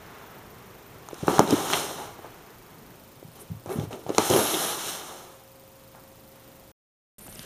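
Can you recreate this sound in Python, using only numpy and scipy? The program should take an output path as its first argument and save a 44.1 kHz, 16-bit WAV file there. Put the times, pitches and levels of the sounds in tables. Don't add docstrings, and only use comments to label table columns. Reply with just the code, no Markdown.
import sys
import numpy as np
from scipy import signal
from scipy.fft import rfft, irfft, next_fast_len
from scipy.io import wavfile
from scipy.ndimage import uniform_filter1d

SR = 44100
rng = np.random.default_rng(int(sys.argv[2]) if len(sys.argv) > 2 else 0)


def unload_wav(signal):
    wavfile.write(
        sys.argv[1],
        SR,
        np.round(np.clip(np.atleast_2d(signal).T, -1, 1) * 32767).astype(np.int16),
    )


N = 328805
TIME = np.arange(N) / SR


def undb(db):
    return 10 ** (np.asarray(db) / 20)


def unit(x):
    return x / np.sqrt(np.mean(x ** 2))


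def colour(x, points):
    hz, db = np.transpose(points)
    size = next_fast_len(len(x))
    log_hz = np.log(np.arange(size // 2 + 1) * SR / size + 1)
    gain = undb(np.interp(log_hz, np.log(hz), db))
    return unit(irfft(rfft(x, size) * gain, size)[:len(x)])


def walk(rate):
    hold = int(SR / rate)
    steps = np.repeat(rng.standard_normal(N // hold + 1), hold)
    return 1.3 * uniform_filter1d(uniform_filter1d(steps, hold), hold)[:N]


def during(start, end):
    return (TIME >= start) & (TIME < end)


def filtered(x, order, hz, kind="low"):
    return signal.sosfilt(signal.butter(order, hz, kind, fs=SR, output="sos"), x)


def smoothed(x, order, hz):
    return signal.sosfiltfilt(signal.butter(order, hz, fs=SR, output="sos"), x)


def add(out, s, sound):
    i = int(s * SR)
    out[i:i + len(sound)] += sound[:N - i]


def swell(s, attack, hold, t60):
    t = TIME - s
    decay = np.exp(-np.log(1000) * np.maximum(t - attack - hold, 0) / t60)
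    return np.clip(t / attack, 0, 1) * decay


def ring(modes, weight, stretch):
    hz, db, t60 = np.transpose(modes)[:, :, None]
    t = TIME[:SR // 4]
    decay = np.exp(-np.log(1000) * t / (t60 * stretch))
    return (weight[:, None] * undb(db) * np.sin(2 * np.pi * hz * t) * decay).sum(axis=0)


def blow(modes, hz, stretch, octaves, direct):
    scatter = rng.standard_normal((2, len(modes)))
    modes = np.array(modes)
    modes[:, 0] *= 1 + 0.02 * scatter[0]
    near = np.exp(-(np.log2(modes[:, 0] / hz) / octaves) ** 2) * undb(3 * scatter[1])
    body = ring(modes, near, max(stretch, .1))
    cycle = TIME[:len(body)] * hz - .75
    contact = np.sin(2 * np.pi * cycle) * np.exp(-(cycle / 0.54) ** 2)
    body = body / abs(body).max() + direct * contact
    push = np.hanning(int(.45 * SR / hz) + 3)
    body = np.convolve(body, push)
    return body / abs(body).max()


# f/Hz, level/dB, free t60/s
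BOX_MODES = [(170, -22.5, .07), (233, 4, 0.021), (261, 0, 0.04), (290, -3.5, 0.037), (354, 9.5, 0.11),
             (415, 10, 0.076), (486, -8, 0.017), (508, -3.5, 0.097), (566, -1.5, 0.066), (690, -6.5, 0.076),
             (780, -8, .04), (754, -11, 0.021), (850, 10, 0.034), (961, -1, 0.023), (1010, 1.5, 0.064),
             (1193, 5.5, .03), (1180, -1, 0.014), (1310, -9.5, 0.0067), (1520, -19, 0.022),
             (1690, -12.5, 0.032), (2160, -9, 0.045)]
# t/s, ring peak level/dB, blow pitch f/Hz, crack peak level/dB, crack centre f/Hz
KNOCKS_AND_TAPS = [(1.087, -28.5, 870, -28.5, 6300), (1.111, -32, 750, -41.5, 3500),
                   (1.131, -25, 384, -55, 4800), (1.143, -40.5, 780, -30.5, 5400),
                   (1.234, -22.5, 430, -42.5, 5100), (1.271, -29.5, 537, -25, 8500),
                   (1.281, -5.5, 950, -22.5, 2400), (1.282, -11, 330, -28.5, 3800),
                   (1.295, -21.5, 660, -31.5, 4990), (1.34, -19.5, 660, -26.5, 4600),
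                   (1.383, -9, 1100, -23, 3860), (1.393, 2, 770, -5, 5740), (1.403, -8.5, 385, -37, 4100),
                   (1.476, -18.5, 480, -25.5, 4000), (1.507, -20, 433, -12.5, 5800),
                   (1.526, -7.5, 330, -29, 5900), (1.702, -16, 1010, -30, 5600),
                   (1.729, -13.5, 1170, -15, 3230), (1.734, -9.5, 1100, -6.5, 3330),
                   (2.191, -31, 665, -55, 4600), (2.245, -30, 750, -44, 2200),
                   (3.228, -32.5, 465, -60, 5100), (3.66, -27, 474, -35, 7500),
                   (3.693, -23.5, 565, -33.5, 3000), (3.726, -28, 495, -33.5, 4140),
                   (3.797, -33.5, 470, -32, 3640), (3.908, -28, 457, -47, 6200),
                   (3.929, -29.5, 840, -26, 3060), (4.065, -23, 544, -39.5, 3300),
                   (4.093, -16.5, 490, -26, 4020), (4.103, -15, 377, -31.5, 4100),
                   (4.148, -23, 457, -24.5, 3920), (4.182, -4, 900, -3, 5240), (4.184, -8, 380, -19, 3800),
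                   (4.196, -18, 724, -33, 4100), (4.223, -20.5, 550, -31.5, 5400),
                   (4.3, -19, 710, -14.5, 6500), (4.311, -11.5, 434, -19, 5700),
                   (4.337, -14.5, 620, -13, 4000), (4.362, -8, 422, -16.5, 5600),
                   (4.391, -11.5, 460, -15, 8800), (4.541, -17, 513, -17.5, 3600),
                   (5.949, -37.5, 700, -46, 2200), (7.266, -38, 1150, -42, 2200),
                   (7.281, -36.5, 616, -41, 2200), (7.326, -46, 810, -36, 5000),
                   (7.357, -38.5, 450, -35, 5000), (7.393, -36.5, 1120, -25.5, 3870),
                   (7.429, -51, 643, -37, 4500)]


def knocks_and_taps():
    out, t = np.zeros(N), TIME[:SR // 20]
    snap = t / 0.00063 * np.exp(1 - t / 0.00066) + .12 * np.exp(-t / .005)
    for s, db, hz, crack_db, crack_hz in KNOCKS_AND_TAPS:
        body = blow(BOX_MODES, hz, .55, 1.1, 0.94)
        add(out, s - 0.28 / hz, undb(db) * body)
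        hump = [(crack_hz / 6, -18), (crack_hz / 1.2, -3), (crack_hz, 0),
                (crack_hz * 1.38, -6), (crack_hz * 4, -26)]
        crack = snap * colour(rng.standard_normal(len(t)), hump)
        add(out, s, undb(crack_db) * crack / abs(crack).max())
    return out


def grit(scatter_db):
    size_db = scatter_db * np.minimum(rng.exponential(size=N), 6)
    return rng.standard_normal(N) * undb(size_db)


def shaken(modes, weight):
    drive = grit(3.1) * undb(1.7 * walk(40))
    return unit(signal.fftconvolve(drive, ring(modes, weight, 0.44))[:N])


# f/Hz, level per Hz/dB (relative)
VARNISH_SPECTRUM = [(700, -29.5), (1300, 0.5), (1900, -7), (2500, -7.5), (2950, 0), (3400, -1),
                    (4000, -0.5), (5000, -3), (6200, -1.5), (7300, -6), (8600, -4), (10500, -8),
                    (12000, -11.5), (13500, -11), (15500, -14.5)]


def friction():
    low = np.array(BOX_MODES)[:, 0] < 650
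    low_panels = unit(filtered(shaken(BOX_MODES, low * 1.), 2, 200, "high"))
    high_panels = shaken(BOX_MODES, ~low * 1.)
    boards = shaken(BOARD_MODES, np.ones(len(BOARD_MODES)))
    hiss = colour(grit(2.2), VARNISH_SPECTRUM) * undb(.5 * walk(30))
    dull = smoothed(hiss, 2, 7500)
    bright = (hiss - dull) * undb(.9 * walk(60))
    dull = dull * undb(.9 * walk(49))
    return (low_panels / np.sqrt(2), high_panels / np.sqrt(2)), (dull, bright), boards


def tilt(bands, db):
    low, high = bands
    return low * undb(-db) + high * undb(db)


# t/s, varnish hiss level/dB, panel rumble level/dB, before the tone settings below
SLIDE_LEVELS = [
    [(1.05, -64, -62), (1.2, -49, -52), (1.3, -41.5, -32.5), (1.37, -33.5, -31.5), (1.43, -44, -37.5),
     (1.52, -34.5, -32), (1.68, -32.5, -33), (1.77, -28.5, -32.5), (1.9, -37, -39.5), (2.05, -46.5, -46.5),
     (2.17, -58, -53.5), (2.4, -64, -66)],
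    [(4.12, -54, -54), (4.17, -38, -44), (4.25, -28.5, -36), (4.35, -29.5, -32), (4.6, -27.5, -34.5),
     (4.76, -33.5, -35.5), (4.83, -33.5, -38.5), (4.89, -31.5, -41), (4.97, -37.5, -41.5),
     (5.15, -45.5, -46.5), (5.36, -58, -55), (5.5, -74, -80)],
    [(7.19, -68, -62), (7.36, -63, -65), (7.45, -52, -64)],
]
# panel tilt level/dB, hiss tilt level/dB, boards relative to panel rumble level/dB
SLIDE_COLOURS = [(3, 1, -22.5), (3, 2, -30.5), (3, -1, 0)]


def slides(panels, varnish, boards):
    out = np.zeros(N)
    for table, (tilt_db, shine_db, board_db) in zip(SLIDE_LEVELS, SLIDE_COLOURS):
        s, hiss_db, panel_db = np.transpose(table)
        rumble = tilt(panels, tilt_db) + undb(board_db) * boards
        rumble = undb(np.interp(TIME, s, panel_db)) * rumble
        hiss = undb(np.interp(TIME, s, hiss_db)) * tilt(varnish, shine_db)
        out += ((TIME > s[0]) & (TIME < s[-1])) * (rumble + hiss)
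    return out


SCUFF_ATTACK_S = 0.0059
# onset t/s, hold t/s, panel level/dB, hiss level/dB, panel tilt level/dB
BOX_SHOVES = [(1.274, .03, -28.5, -44.5, -3.5), (1.393, 0.017, -28.5, -59, -3),
              (1.483, 0.033, -32, -45, -7.5), (1.732, 0.022, -35.5, -49, 2), (1.973, .06, -50.5, -66, 8),
              (2.238, 0.015, -45.5, -70, -0.5), (3.349, 0.062, -54.5, -54.5, 2.5),
              (3.658, .03, -41, -55, 0), (3.694, 0.039, -36, -52, 1), (3.757, 0.075, -41, -49, -1.5),
              (3.907, 0.031, -36.5, -50, -2.5), (3.986, 0.067, -53, -59.5, -4),
              (4.063, 0.024, -46.5, -56, 1), (4.084, 0.023, -39.5, -55.5, -1.5),
              (4.185, 0.0093, -22.5, -48, -0.5), (4.294, 0.081, -28.5, -39, -6)]


def shoves(panels, varnish):
    out, scuffed = np.zeros(N), tilt(varnish, 1.5)
    for s, hold, panel_db, hiss_db, tilt_db in BOX_SHOVES:
        rub = undb(panel_db) * tilt(panels, tilt_db) + undb(hiss_db) * scuffed
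        out += swell(s, SCUFF_ATTACK_S, hold, .2) * rub
    return out


# f/Hz, level/dB, free t60/s
BOARD_MODES = [(78, -4, .15), (105, 17, 0.11), (123, -3.5, 0.11), (147, 10.5, 0.081), (178, -1.5, .1),
               (226, -4.5, 0.1)]
# t/s, peak level/dB, pitch f/Hz, ring stretch [factor on t60]
PAW_THUDS = [(1.227, -17, 150, 0.3), (1.285, -17, 200.6, 0.67), (1.377, -22, 150.7, .6),
             (1.39, -16, 180.7, 0.73), (1.487, -21.5, 150, .7), (1.525, -17, 197, 0.78),
             (1.737, -28.5, 171, 0.75), (1.763, -44, 144.4, 0.65), (1.957, -36, 130, 0.54),
             (3.17, -40, 140, .9), (3.246, -34.5, 149, 1), (3.28, -37, 140, 1), (3.499, -25.5, 123, 2.5),
             (3.511, -26, 141, 1.4), (3.546, -30, 115, 0.88), (3.669, -30.5, 130, 1.1),
             (3.755, -23, 224, 0.87), (3.784, -13.5, 150, 1.2), (3.828, -27.5, 99.5, 1.4),
             (3.869, -28.5, 80, 1.3), (3.925, -36, 170, .8), (4.062, -36, 150, .8), (4.089, -28.5, 187, .8),
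             (4.184, -23.5, 198, .8), (4.299, -19.5, 129, 1.2), (4.331, -19, 170, 0.83),
             (7.283, -34.5, 203, 0.5), (7.362, -43, 188, 0.81), (7.392, -33, 210, 0.51)]


def paws():
    out = np.zeros(N)
    for s, db, hz, stretch in PAW_THUDS:
        add(out, s, undb(db) * blow(BOARD_MODES, hz, stretch, 0.37, 0.12))
    return out


def shudder(boards):
    level = sum(undb(db - 15) * swell(s, SCUFF_ATTACK_S, 0, 0.21) for s, db, *_ in PAW_THUDS)
    return level * boards


# t/s, length t/s, level/dB, centre f/Hz, width [octaves]
RUBS_AND_FIZZ = [(1.28, 0.041, -26, 240, .2), (1.397, 0.065, -25, 234.6, 0.25),
                 (1.522, 0.026, -17.5, 260, 0.38), (1.732, 0.017, -26, 2400, 0.55),
                 (2.24, 0.023, -47, 990, 0.52), (3.33, 0.016, -56, 10200, .2), (3.353, .02, -57, 10500, .2),
                 (3.391, 0.045, -46.5, 9850, 0.3), (3.406, 0.034, -44.5, 381, 0.1),
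                 (3.686, 0.1, -47.5, 10500, 0.41), (3.687, 0.069, -33, 400, 0.099),
                 (4.259, 0.32, -32, 11000, .15), (4.44, 0.37, -36, 10800, 0.18),
                 (4.319, 0.033, -32.5, 3280, 0.096), (4.507, 0.083, -29, 343, .15),
                 (4.529, 0.026, -31.5, 3500, .15), (5.929, 0.087, -53.5, 900, .7),
                 (7.291, 0.014, -48, 8500, .25), (7.308, 0.17, -57, 2900, 0.15)]


def rubs_and_fizz():
    out = np.zeros(N)
    for s, length, db, hz, octaves in RUBS_AND_FIZZ:
        sides = ((-3, -40), (-1, -4), (0, 0), (1, -4), (3, -40))
        hump = [(hz * 2 ** (side * octaves), fall_db) for side, fall_db in sides]
        shape = np.sin(np.pi * np.clip(TIME[:SR // 3] / length, 0, 1)) ** 1.1
        add(out, s, undb(db) * colour(rng.standard_normal(SR // 3), hump) * shape)
    return out


def room(dry):
    t = TIME[:SR // 2]
    tail = colour(rng.standard_normal(len(t)), [(60, -9), (300, 1.5), (3000, 4), (15000, -12)])
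    t60_s, tail_db = .3, -17
    tail = tail * np.exp(-np.log(1000) * t / t60_s) * np.clip(t / 0.00099, 0, 1)
    tail = tail / np.sqrt(np.sum(tail ** 2))
    return undb(tail_db) * signal.fftconvolve(dry, tail)[:N]


# start t/s, end t/s, first camera cycle t/s
STRETCHES = [(0, 2.95, .0252), (2.95, 6.717, 2.9582), (7.183, 7.456, 7.194)]
# f/Hz, level per Hz/dB (relative)
AIR_SPECTRA = [
    [(15, -46), (25, -10.5), (158, -3.5), (309, -6.5), (415, -2), (529, -7.5), (588, -6.5), (1150, -6),
     (4380, -19.5), (6720, -22), (9270, -29), (15000, -22)],
    [(25, -14.5), (64, -6), (120, -4.5), (250, -5.5), (450, -9.5), (900, -11.5), (1300, -15), (1600, -19),
     (3000, -21), (7000, -25.5), (15000, -27.5)],
    [(15, -31), (25, 3), (297, -0.5), (476, -9.5), (562, -1.5), (781, -18), (900, -17), (1510, -14.5),
     (7000, -26), (9100, -54), (15400, -120)],
]
AIR_LEVELS = [-49.5, -53, -46]
# t/s, gain below 500 Hz level/dB, gain of 500-4000 Hz level/dB
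DISTANT_SWELLS = [(0, 4.5, 3), (1, 5.5, -0.5), (2.3, 4, 0), (2.93, 6, -4.5), (2.97, 2, 2.5), (5.4, -0.5, 2),
                  (6.7, 1, 0.5), (7.2, -3.5, -5), (7.45, -9, 5)]
# f/Hz, rms level/dB before a slight waver, start t/s, end t/s
HUMS = [(118.4, -65, 0, 6.717), (535, -65, 2.95, 5.1), (535, -58.5, 5.1, 6.717)]


def air():
    out = np.zeros(N)
    for (start, end, _), points, db in zip(STRETCHES, AIR_SPECTRA, AIR_LEVELS):
        out += during(start, end) * undb(db) * colour(rng.standard_normal(N), points)
    s, lows_db, mids_db = np.transpose(DISTANT_SWELLS)
    lows = smoothed(out, 1, 500)
    mids = smoothed(out, 1, 4000) - lows
    for band, db in ((lows, lows_db), (mids, mids_db)):
        gain = undb(np.interp(TIME, s, db) + walk(9))
        out += band * (gain - 1)
    for hz, db, start, end in HUMS:
        level = undb(db + .6 * walk(5)) * np.sqrt(2)
        out += during(start, end) * level * np.sin(2 * np.pi * hz * TIME)
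    return out


# f/Hz, width f/Hz, envelope peak level/dB
TICK_RINGS = [(4720, 920, -53), (9200, 1400, -51.5), (14230, 900, -46.5)]
# t/s after the first tick, level/dB
TICK_FIZZ = [(-.016, -72.5), (-.006, -59.5), (0, -55), (.004, -67), (.007, -57.5), (.014, -53.5),
             (.017, -74.5), (.024, -74)]


def camera_ticks():
    cycle_s, pair_s, centre_s = .04, .007, .001
    out, t = np.zeros(N), TIME[:SR // 200]
    tick = sum(undb(db) * np.sin(2 * np.pi * hz * t) * np.exp(-((t - centre_s) * width * 2) ** 2)
               for hz, width, db in TICK_RINGS)
    fizz = colour(rng.standard_normal(N), [(11000, -33), (13200, -4.5), (14200, 2.0), (15000, -2)])
    lag, fizz_db = np.transpose(TICK_FIZZ)
    for start, end, first in STRETCHES[:2]:
        for s in np.arange(first, end - pair_s, cycle_s):
            size = undb(1.2 * rng.standard_normal(2))
            add(out, s - centre_s, size[0] * tick)
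            add(out, s - centre_s + pair_s, size[1] * .7 * tick)
        since = (TIME - first - lag[0]) % cycle_s + lag[0]
        level = undb(np.interp(since, lag, fizz_db) + 2.5 * walk(60))
        out += during(start, end) * level * fizz
    return out


# f/Hz, rms level/dB while on
WHINE_TONES = [(9400, -51.5), (12650, -53)]
# t/s after they stop, level/dB
PAUSE_FIZZ = [(0, -48), (.003, -56), (.03, -61), (.068, -70), (.071, -54), (.08, -42.5)]


def camera_whine():
    start, _, first = STRETCHES[2]
    since = (TIME - first) % .08
    whine = sum(undb(db) * np.sqrt(2) * np.sin(2 * np.pi * hz * TIME) for hz, db in WHINE_TONES)
    whine = whine * uniform_filter1d(1. * (since > .014), size=40)
    fizz = colour(rng.standard_normal(N), [(5000, -26), (7500, 1), (9000, -3), (11000, -11),
                                           (14000, -3), (15000, -6)])
    level = undb(np.interp(since, *np.transpose(PAUSE_FIZZ)))
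    return (TIME >= start) * (whine + level * fizz)


# f/Hz, width f/Hz
MIC_NOTCHES = [(4700, 670), (7880, 390), (9390, 340), (14090, 350)]


def microphone(sound):
    notched = sound
    for hz, width in MIC_NOTCHES:
        notched = signal.lfilter(*signal.iirnotch(hz, hz / width, fs=SR), notched)
    heard = np.where(TIME < STRETCHES[2][0], notched, sound)
    hiss_points = [(2000, -7.5), (4500, -3.5), (8000, -1.5), (15000, -3)]
    return heard + undb(-61.5) * colour(rng.standard_normal(N), hiss_points)


def scene():
    panels, varnish, boards = friction()
    close = knocks_and_taps() + slides(panels, varnish, boards) + shoves(panels, varnish)
    close = close + paws() + shudder(boards) + rubs_and_fizz()
    close = filtered(close + room(close), 3, 110, "high")
    heard = microphone(close + air()) + camera_ticks() + camera_whine()
    sounding = sum(during(start, end) for start, end, _ in STRETCHES)
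    return np.tile(heard * sounding, (2, 1))


def record(dry):
    top_cut = signal.ellip(12, .3, 80, 15000, fs=SR, output="sos")
    return signal.sosfilt(top_cut, np.clip(dry, -1, 1))


dry = scene()
out = record(dry)
unload_wav(out)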